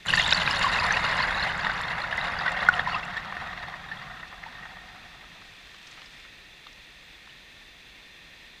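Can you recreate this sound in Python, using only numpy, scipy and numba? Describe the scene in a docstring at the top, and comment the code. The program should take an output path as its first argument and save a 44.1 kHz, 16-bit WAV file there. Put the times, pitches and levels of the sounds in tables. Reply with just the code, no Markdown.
"""A wave washes round a camera

A thin wave runs up a beach and round a waterproof camera standing on the sand. Bubbles gurgle and
fizz against its case, one bursts loudly right on it, and the flow slowly dies away. What stays is
the hiss of distant surf and the small splashes of someone wading with a sand scoop."""
import sys
import numpy as np
from scipy import signal
from scipy.fft import rfft, irfft
from scipy.io import wavfile
from scipy.ndimage import uniform_filter1d, minimum_filter1d
from numba import njit

SR = 44100
rng = np.random.default_rng(int(sys.argv[2]) if len(sys.argv) > 2 else 0)


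def put_to_file(sound):
    """Save the sound as 16-bit audio at rate SR, in the file named by the first command-line argument."""
    columns = np.atleast_2d(sound).T  # one column per channel
    safe = np.clip(columns, -1, 1)
    whole_steps = np.round(safe * 32767)
    wavfile.write(sys.argv[1], SR, whole_steps.astype(np.int16))


N = 379260
TIME = np.arange(N) / SR
BINS = np.fft.rfftfreq(4096, 1 / SR)
ARRIVE_S, RISE_S = .047, .016  # when the wave arrives, and how quickly it builds


# How strong the gurgle is from low to high pitch: f/Hz, level/dB (all table levels are relative)
GURGLE_TONE = [(120, -32), (300, -11.5), (390, -16.5), (560, -7), (1000, 0), (1370, -1), (1600, 0.5),
               (2080, 0.5), (2320, -11.5), (2650, -9), (3300, -53)]
# The same for the fizz: f/Hz, level/dB
FIZZ_TONE = [(1800, -19.5), (2500, 0), (2850, 8), (3080, -1.5), (4200, 1.5), (5000, -6.5), (6200, -16),
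             (7400, -17), (8100, -31), (8600, -32.5), (11000, -30.5), (12000, -39), (15000, -48)]

def wash():
    """Large bubbles gurgle, small ones fizz and foam ticks; all surge together with each ripple."""
    ripple = wander(rate=45)
    slosh = rng.standard_normal(N) * gain_of(1.15 * wander(rate=290))
    churn = cloud(low_hz=396.1, high_hz=3062, cycles=36.7, spread_db=0.66, glide=0.1, count=14000)
    churn += gain_of(4.0) * slosh
    foam = cloud(low_hz=2230, high_hz=12100, cycles=71, spread_db=4.5, glide=0.094, count=16000)
    ticks = cloud(low_hz=2940, high_hz=13800, cycles=6.1, spread_db=5, glide=0.11, count=1400)
    seethe = rng.standard_normal(N) * gain_of(2.0 * wander(rate=77))
    foam = foam + gain_of(-9.0) * ticks + gain_of(1.5) * seethe
    surge = ripple * (1 + 0.25 * follow(SHALLOWNESS))  # shallow water laps more unevenly
    gurgle = through_case(churn * gain_of(1.4 * surge), GURGLE_TONE) * gain_of(flow_db() - 1.12)
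    fizz = through_case(foam * gain_of(2.23 * surge), FIZZ_TONE) * gain_of(fizz_db())
    return gurgle + fizz


# How strongly the water flows past: t/s, level/dB
FLOW_STRENGTH = [(.1, -29.5), (.45, -27), (.68, -25.5), (1.25, -25.8), (1.62, -29.5), (2.05, -31),
                 (2.5, -28.5), (2.93, -30.5), (3.06, -35), (3.5, -36.5), (3.8, -41), (4.17, -41),
                 (4.28, -47.5), (4.5, -44), (5.35, -53.5), (5.6, -59.5), (8.6, -74)]

def flow_db():
    """The wave arrives all at once, then drains away."""
    return follow(FLOW_STRENGTH) - 45 * np.exp(-since_arrival() / RISE_S)


def front(clear_s=0.7):
    """How much of the wave's foamy front is still round the case, from 1 to 0."""
    return np.exp(-since_arrival() / clear_s)


def fizz_db():
    """The fizz follows the flow and is strongest in the foamy front."""
    return flow_db() - 12.5 + 13.5 * front()


# Pitches at which the case rings: f/Hz, width/Hz, boost in deep water/dB, boost in shallow water/dB
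CASE_RINGS = [(730, 102, -1, 9.5), (1270, 180, -2, 3.5), (1854, 127, 0.5, 8.5), (3340, 390, 2, 10),
              (3705, 110, 8.5, 9.5), (4600, 110, 1, 1), (5570, 94, -4, 12), (9300, 490, 11, 10),
              (10000, 630, 11, 9.5)]
DEEP_RINGS = [(hz, width, db) for hz, width, db, _ in CASE_RINGS]
SHALLOW_RINGS = [(hz, width, db) for hz, width, _, db in CASE_RINGS]
# The water drops: t/s, share of the shallow sound
SHALLOWNESS = [(1.5, 0.089), (3.7, 1)]

def through_case(x, tone):
    """The case colours the water sound, and rings more as the water drops."""
    deep = evened(colour(x, tone, DEEP_RINGS))
    shallow = evened(colour(x, tone, SHALLOW_RINGS))
    share = follow(SHALLOWNESS)
    return evened((1 - share) * deep + share * shallow)


# The pop's ringing tones, plus the harsh overtones of an overloaded microphone (4200 and 5590 Hz):
# f/Hz, level/dB, t60/s (t60 is the time to fade by 60 dB)
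POP_AND_OVERLOAD = [(1460, 0, .033), (1490, -6.5, .002), (800, -15, .028), (2130, -21, .025),
                    (4200, -30, .009), (5590, -29, .011), (7700, -42, .008), (130, -28, .06),
                    (480, -33, .03)]

def pop(at_s=2.6866, level_db=-4.7, swell_s=.0009, hold_s=.0029):
    """One big bubble bursts on the case: a loud, pitched click, with overtones added for overload."""
    t, out = np.arange(4000) / SR, np.zeros(N)
    swell = 1 - np.exp(-(t / swell_s) ** 2)
    dying = np.maximum(t - hold_s, 0)
    tone = sum(gain_of(db - 60 * dying / t60) * np.sin(2 * np.pi * hz * t)
               for hz, db, t60 in POP_AND_OVERLOAD)
    snap = gain_of(-32 - 60 * t / .012) * rng.standard_normal(len(t))
    add(out, at_s, gain_of(level_db) * swell * (tone + snap))
    return out


# The largest bubbles close by: t/s, f/Hz, level/dB, t60/s
BIG_BUBBLES = [(.0846, 1600, -22, 0.05), (.1362, 1840, -7.5, 0.013), (.1738, 1820, -13.5, 0.043),
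               (.195, 2800, -16, 0.03), (.1955, 1990, -12, 0.019), (.2627, 3780, -15, .015),
               (.3085, 4800, -14, 0.0047), (.322, 1552, -15.5, 0.033), (.326, 3740, -6, .0077),
               (.333, 5320, -12.5, 0.0046), (.3451, 4500, -17.5, .027), (.4728, 1600, -20, 0.033),
               (.476, 2470, -11.5, 0.0088), (.6415, 1120, -13, 0.039), (.6625, 1034, -16, 0.04),
               (.7862, 2610, -20, 0.031), (.8217, 1004, -16.5, 0.024), (.906, 1714, -11, 0.023),
               (.9236, 6120, -20.5, 0.0072), (1.2008, 1010, -18.5, 0.034), (1.204, 2100, -19.5, 0.039),
               (1.425, 4220, -21, 0.022), (1.6673, 1860, -14.5, 0.016), (1.6944, 1525, -18, 0.034),
               (2.0365, 1446, -23.5, 0.041), (2.126, 1700, -18, 0.017), (2.1777, 2010, -19, 0.026),
               (2.213, 3870, -23, 0.01), (2.388, 4800, -27, 0.015), (2.4594, 1500, -16.5, 0.039),
               (2.4782, 1910, -15, 0.024), (2.7387, 3050, -17.5, 0.0076), (2.7926, 3370, -22, 0.0086),
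               (2.7945, 1780, -11, 0.012), (2.871, 1000, -18, 0.041), (2.9422, 1040, -23, 0.052),
               (2.9434, 2680, -22, .031), (2.9597, 1233, -19, 0.038), (3.03, 2700, -29, .034),
               (3.1645, 1776, -23.5, 0.055), (3.9127, 1786, -26.5, 0.063), (4.437, 1950, -24.5, 0.0098),
               (4.4612, 900, -31.5, .037)]

def near_bubbles(glide=.11, loudest_at=.2):
    """Bubbles ring right at the wall of the case, each with a faint wet spatter."""
    s, hz, db, t60 = np.vstack([BIG_BUBBLES, small_bubbles(count=44)]).T
    start_hz = hz / (1 + glide * loudest_at)  # slides up to the listed pitch by its loudest moment
    tones = ring(s, start_hz, gain_of(db + 9), t60, glide, 0.07)
    spatter = abs(signal.hilbert(tones)) * rng.standard_normal(N)  # noise as loud as the tones
    spatter = colour(spatter, [(400, -32.5), (900, 12.5), (4500, 0.5), (7000, -28), (12000, -39)])
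    return tones + gain_of(-13) * spatter


def small_bubbles(count, mean_delay_s=1.0, low_hz=2430, high_hz=5250, scatter_db=7, cycles=48):
    """Small bubbles crowd behind the front, then thin out. Gives rows of t/s, f/Hz, level/dB, t60/s."""
    when, pitch, near = rng.random((count, 3)).T
    s = ARRIVE_S + RISE_S - mean_delay_s * np.log(1 - (np.arange(count) + when) / count)
    hz = low_hz * (high_hz / low_hz) ** pitch
    db = np.interp(s, TIME, fizz_db()) + 10 + scatter_db * (2 * near - 1)
    db += 0.5 * np.log2(hz / low_hz)  # higher ones are slightly louder
    return np.transpose([s, hz, db, cycles / hz])


# The strongest ripples hitting the case: t/s, level/dB, t60/s
RIPPLE_SLAPS = [(.052, -30, 0.033), (.0605, -22, 0.019), (.1935, -19, 0.025), (.3235, -16, .022),
                (1.666, -26, .016), (1.693, -19.5, 0.047), (2.126, -17, 0.0056), (2.459, -19.5, .038),
                (2.793, -18.5, 0.02), (3.324, -19.5, 0.017), (3.368, -19, 0.012), (3.739, -26.5, .03),
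                (4.226, -31, 0.077), (4.325, -32.5, 0.051), (4.436, -32, 0.03), (4.654, -29.5, 0.034),
                (4.765, -37, 0.067)]
# The bright tone of snapping foam and spray: f/Hz, level/dB
SNAP_TONE = [(2000, -29), (4500, -7), (7400, 8.5), (8400, -8.5), (10500, -13.5), (11800, -17), (15000, -22)]

def slaps_and_snaps():
    """Ripples slap the case and flecks of foam snap on it; both make it ring."""
    return case_hits(RIPPLE_SLAPS, GURGLE_TONE) + case_hits(foam_flecks(count=24), SNAP_TONE)


def foam_flecks(count, from_s=.3, to_s=3.2, scatter_db=9.5, fade_db_per_s=3.5, t60=0.0064):
    """Foam snaps at random moments, growing fainter. Gives rows of t/s, level/dB, t60/s."""
    when, near = rng.random((count, 2)).T
    after = (to_s - from_s) * (np.arange(count) + when) / count
    db = -33 - fade_db_per_s * after + scatter_db * (2 * near - 1)
    return np.transpose([from_s + after, db, np.full(count, t60)])


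def case_hits(rows, tone):
    """Each hit is a short puff of noise, coloured by the ringing case."""
    t, out = np.arange(4000) / SR, np.zeros(N)
    noise = colour(rng.standard_normal(N), tone, SHALLOW_RINGS)
    for s, db, t60 in rows:
        shape = gain_of(db - 60 * t / t60) * (1 - np.exp(-20 * t / t60))
        puff = shape * noise[round(s * SR):][:len(t)]
        add(out, s, puff * np.linalg.norm(shape) / np.linalg.norm(puff))
    return out


def spray(level_db=-44.5, fade_db_per_s=13.5):
    """The front spatters the case with the finest bubbles, which ping and are soon gone."""
    pings = cloud(low_hz=4900, high_hz=15000, cycles=29, spread_db=4, glide=.05, count=5000)
    mist = evened(colour(pings, SNAP_TONE, DEEP_RINGS))
    after = since_arrival()
    return mist * (1 - np.exp(-after / RISE_S)) * gain_of(level_db - fade_db_per_s * after)


# The deep tone of water pushing on the case: f/Hz, level/dB
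RUMBLE_TONE = [(15, -9.5), (40, 2), (80, -2.5), (120, -2), (175, 1.5), (215, -5.5), (270, -13.5),
               (380, -17.5), (700, -69)]

def rumble(level_db=-41.5, full_flow_db=-26.5, front_db=6.5):
    """The flow buffets the case, hardest as the front passes."""
    push = evened(colour(rng.standard_normal(N), RUMBLE_TONE))
    return push * gain_of(level_db + 0.7 * (flow_db() - full_flow_db) + front_db * front())


# Water spilling from the lifted scoop: t/s, level/dB
SPILL_LEVEL = [(5.1, -63), (5.5, -58), (5.92, -53), (6.24, -55.5), (6.4, -68), (7.3, -63), (7.6, -82)]
# The tone of that trickle: f/Hz, level/dB
SPILL_TONE = [(300, -11), (900, 3), (2000, 11), (3700, 8), (5000, 2.5), (8000, -7), (11000, -22),
              (15000, -29)]
# Splashes and knocks of feet and scoop: t/s, level/dB, middle f/Hz, width/octaves, t60/s
WADING_SPLASHES = [(5.418, -45, 1300, 1.2, .05), (5.744, -41.5, 1510, 2.3, 0.041),
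                   (5.87, -44, 4940, .92, .04), (5.912, -45, 4700, 1.1, 0.045),
                   (5.973, -43, 1300, 2.4, 0.13), (6.017, -36.5, 1490, 2.5, 0.029),
                   (6.06, -44, 4970, .22, .032), (6.248, -42.5, 1600, 1, 0.063),
                   (6.667, -36, 1150, 0.81, 0.022), (6.668, -38, 3350, 0.51, 0.027),
                   (6.728, -48, 4200, 1.1, .04), (7.273, -40.5, 1200, 1.5, 0.022),
                   (7.295, -42, 2880, .22, .04)]

def wading(rise_s=0.00061):
    """A few steps away, water spills from the scoop and feet slap the shallows."""
    trickle = rng.standard_normal(N) * gain_of(2.8 * wander(rate=110))
    out = evened(colour(trickle, SPILL_TONE)) * gain_of(follow(SPILL_LEVEL))
    t = np.arange(6000) / SR
    for s, db, hz, octaves, t60 in WADING_SPLASHES:
        edge = 2 ** (octaves / 2)
        band = signal.butter(3, [hz / edge, hz * edge], "band", fs=SR, output="sos")
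        shape = gain_of(db - 60 * t / t60) * (1 - np.exp(-t / rise_s))
        splash = shape * signal.sosfilt(band, rng.standard_normal(2 * len(t)))[len(t):]
        add(out, s, gain_of(-0.5) * splash * np.linalg.norm(shape) / np.linalg.norm(splash))
    return out


# The tone of the distant surf: f/Hz, level/dB
SURF_TONE = [(15, -8), (40, 5.5), (80, -5.5), (200, -6.5), (500, -10), (1050, -11.5), (1300, -12),
             (1620, -8), (2100, -3.5), (4100, -6.5), (5400, -18.5), (8400, -26), (11500, -32), (15000, -31)]
# Peaks and dips the case puts in it: f/Hz, width/Hz, boost/dB
SURF_RINGS = [(1830, 156, 7.5), (2580, 330, 3), (3000, 185, -6.5), (3540, 260, 4.5), (4400, 89, -16),
              (6150, 430, 4), (10100, 620, 1), (14400, 330, 5)]

def surf(level_db=-50):
    """Waves breaking far away merge into an even hiss."""
    hiss = evened(colour(rng.standard_normal(N), SURF_TONE, SURF_RINGS))
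    return hiss * gain_of(level_db + 0.19 * wander(rate=6))


def cloud(low_hz, high_hz, cycles, spread_db, glide, count):
    """Many bubbles of all sizes at random times, most faint and a few near."""
    when, pitch, near, damping, sign = rng.random((count, 5)).T
    hz = low_hz * (high_hz / low_hz) ** pitch
    t60 = cycles / hz * 2 ** (2 * damping - 1)
    strength = gain_of(spread_db * np.minimum(-np.log(1 - near), 4))
    strength *= np.sqrt(hz / t60) * np.sign(sign - .5)  # keeps low and high pitches in balance
    return evened(ring(when * N / SR, hz, strength, t60, glide, 0.035))


@njit
def ring(start, hz, strength, t60, glide, swell_share):
    """Bubbles: pure tones that swell briefly, die away and rise in pitch as they near the surface."""
    out = np.zeros(N)
    for k in range(len(start)):
        first, n = int(start[k] * SR), max(int(t60[k] * SR), 8)
        step = np.exp(2j * np.pi * hz[k] / SR - np.log(1000) / n)  # turns and fades the tone
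        bend = np.exp(2j * np.pi * hz[k] / SR * glide / n)  # nudges the pitch up
        tone, closed, opening = strength[k] + 0j, 1., np.exp(-1 / (swell_share * n))
        for i in range(max(first, 0), min(first + n, N)):
            out[i] += tone.imag * (1 - closed) ** 2
            tone *= step
            step *= bend
            closed *= opening
    return out


def colour(x, tone, peaks=()):
    """Filters a sound with a smooth tone curve that has peaks or dips on it."""
    hz, db = np.transpose(tone)
    curve = np.interp(np.log(BINS + 1), np.log(hz), db)
    curve += sum(boost * .5 ** ((2 * (BINS - f) / width) ** 2) for f, width, boost in peaks)
    log_gain = np.log(gain_of(np.concatenate([curve, curve[-2:0:-1]])))
    taps = np.fft.ifft(np.exp(np.conj(signal.hilbert(log_gain)))).real  # rings only after a sound
    return signal.oaconvolve(x, taps)[:N]


def wander(rate):
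    """A random wobble of typical size 1, changing up to about `rate` times a second."""
    f = np.fft.rfftfreq(N, 1 / SR)
    return evened(irfft(rfft(rng.standard_normal(N)) * (f > 2) / (1 + (f / rate) ** 2), N))


def since_arrival():
    """Seconds since the wave arrived; 0 before that."""
    return np.maximum(TIME - ARRIVE_S, 0)


def follow(rows):
    """Joins (time, value) points with straight lines."""
    return np.interp(TIME, *np.transpose(rows))


def gain_of(db):
    """Turns decibels into a multiplier."""
    return 10 ** (np.asarray(db) / 20)


def evened(x):
    """Scales a signal to an average (rms) strength of 1."""
    return x / np.sqrt(np.mean(x ** 2) + 1e-20)


def add(mix, s, sound):
    """Mixes a sound in at `s` seconds."""
    part = mix[round(s * SR):][:len(sound)]
    part += sound[:len(part)]


def scene():
    """Near water over the far surf, in one channel."""
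    return (wash() + spray() + rumble() + near_bubbles() + slaps_and_snaps()
            + pop() + wading() + surf())[None]


def record(dry):
    """A quick limiter turns down the loudest peaks, then the highest treble is cut."""
    ceiling, cutoff_hz = .87, 15100
    allowed = np.minimum(1, ceiling / (abs(dry) + 1e-9))
    held = dry * uniform_filter1d(minimum_filter1d(allowed, size=61), size=61)
    treble_cut = signal.firwin(601, cutoff_hz, window=("kaiser", 9), fs=SR)
    return signal.oaconvolve(held, treble_cut[None], "same")


dry = scene()
out = record(dry)
put_to_file(out)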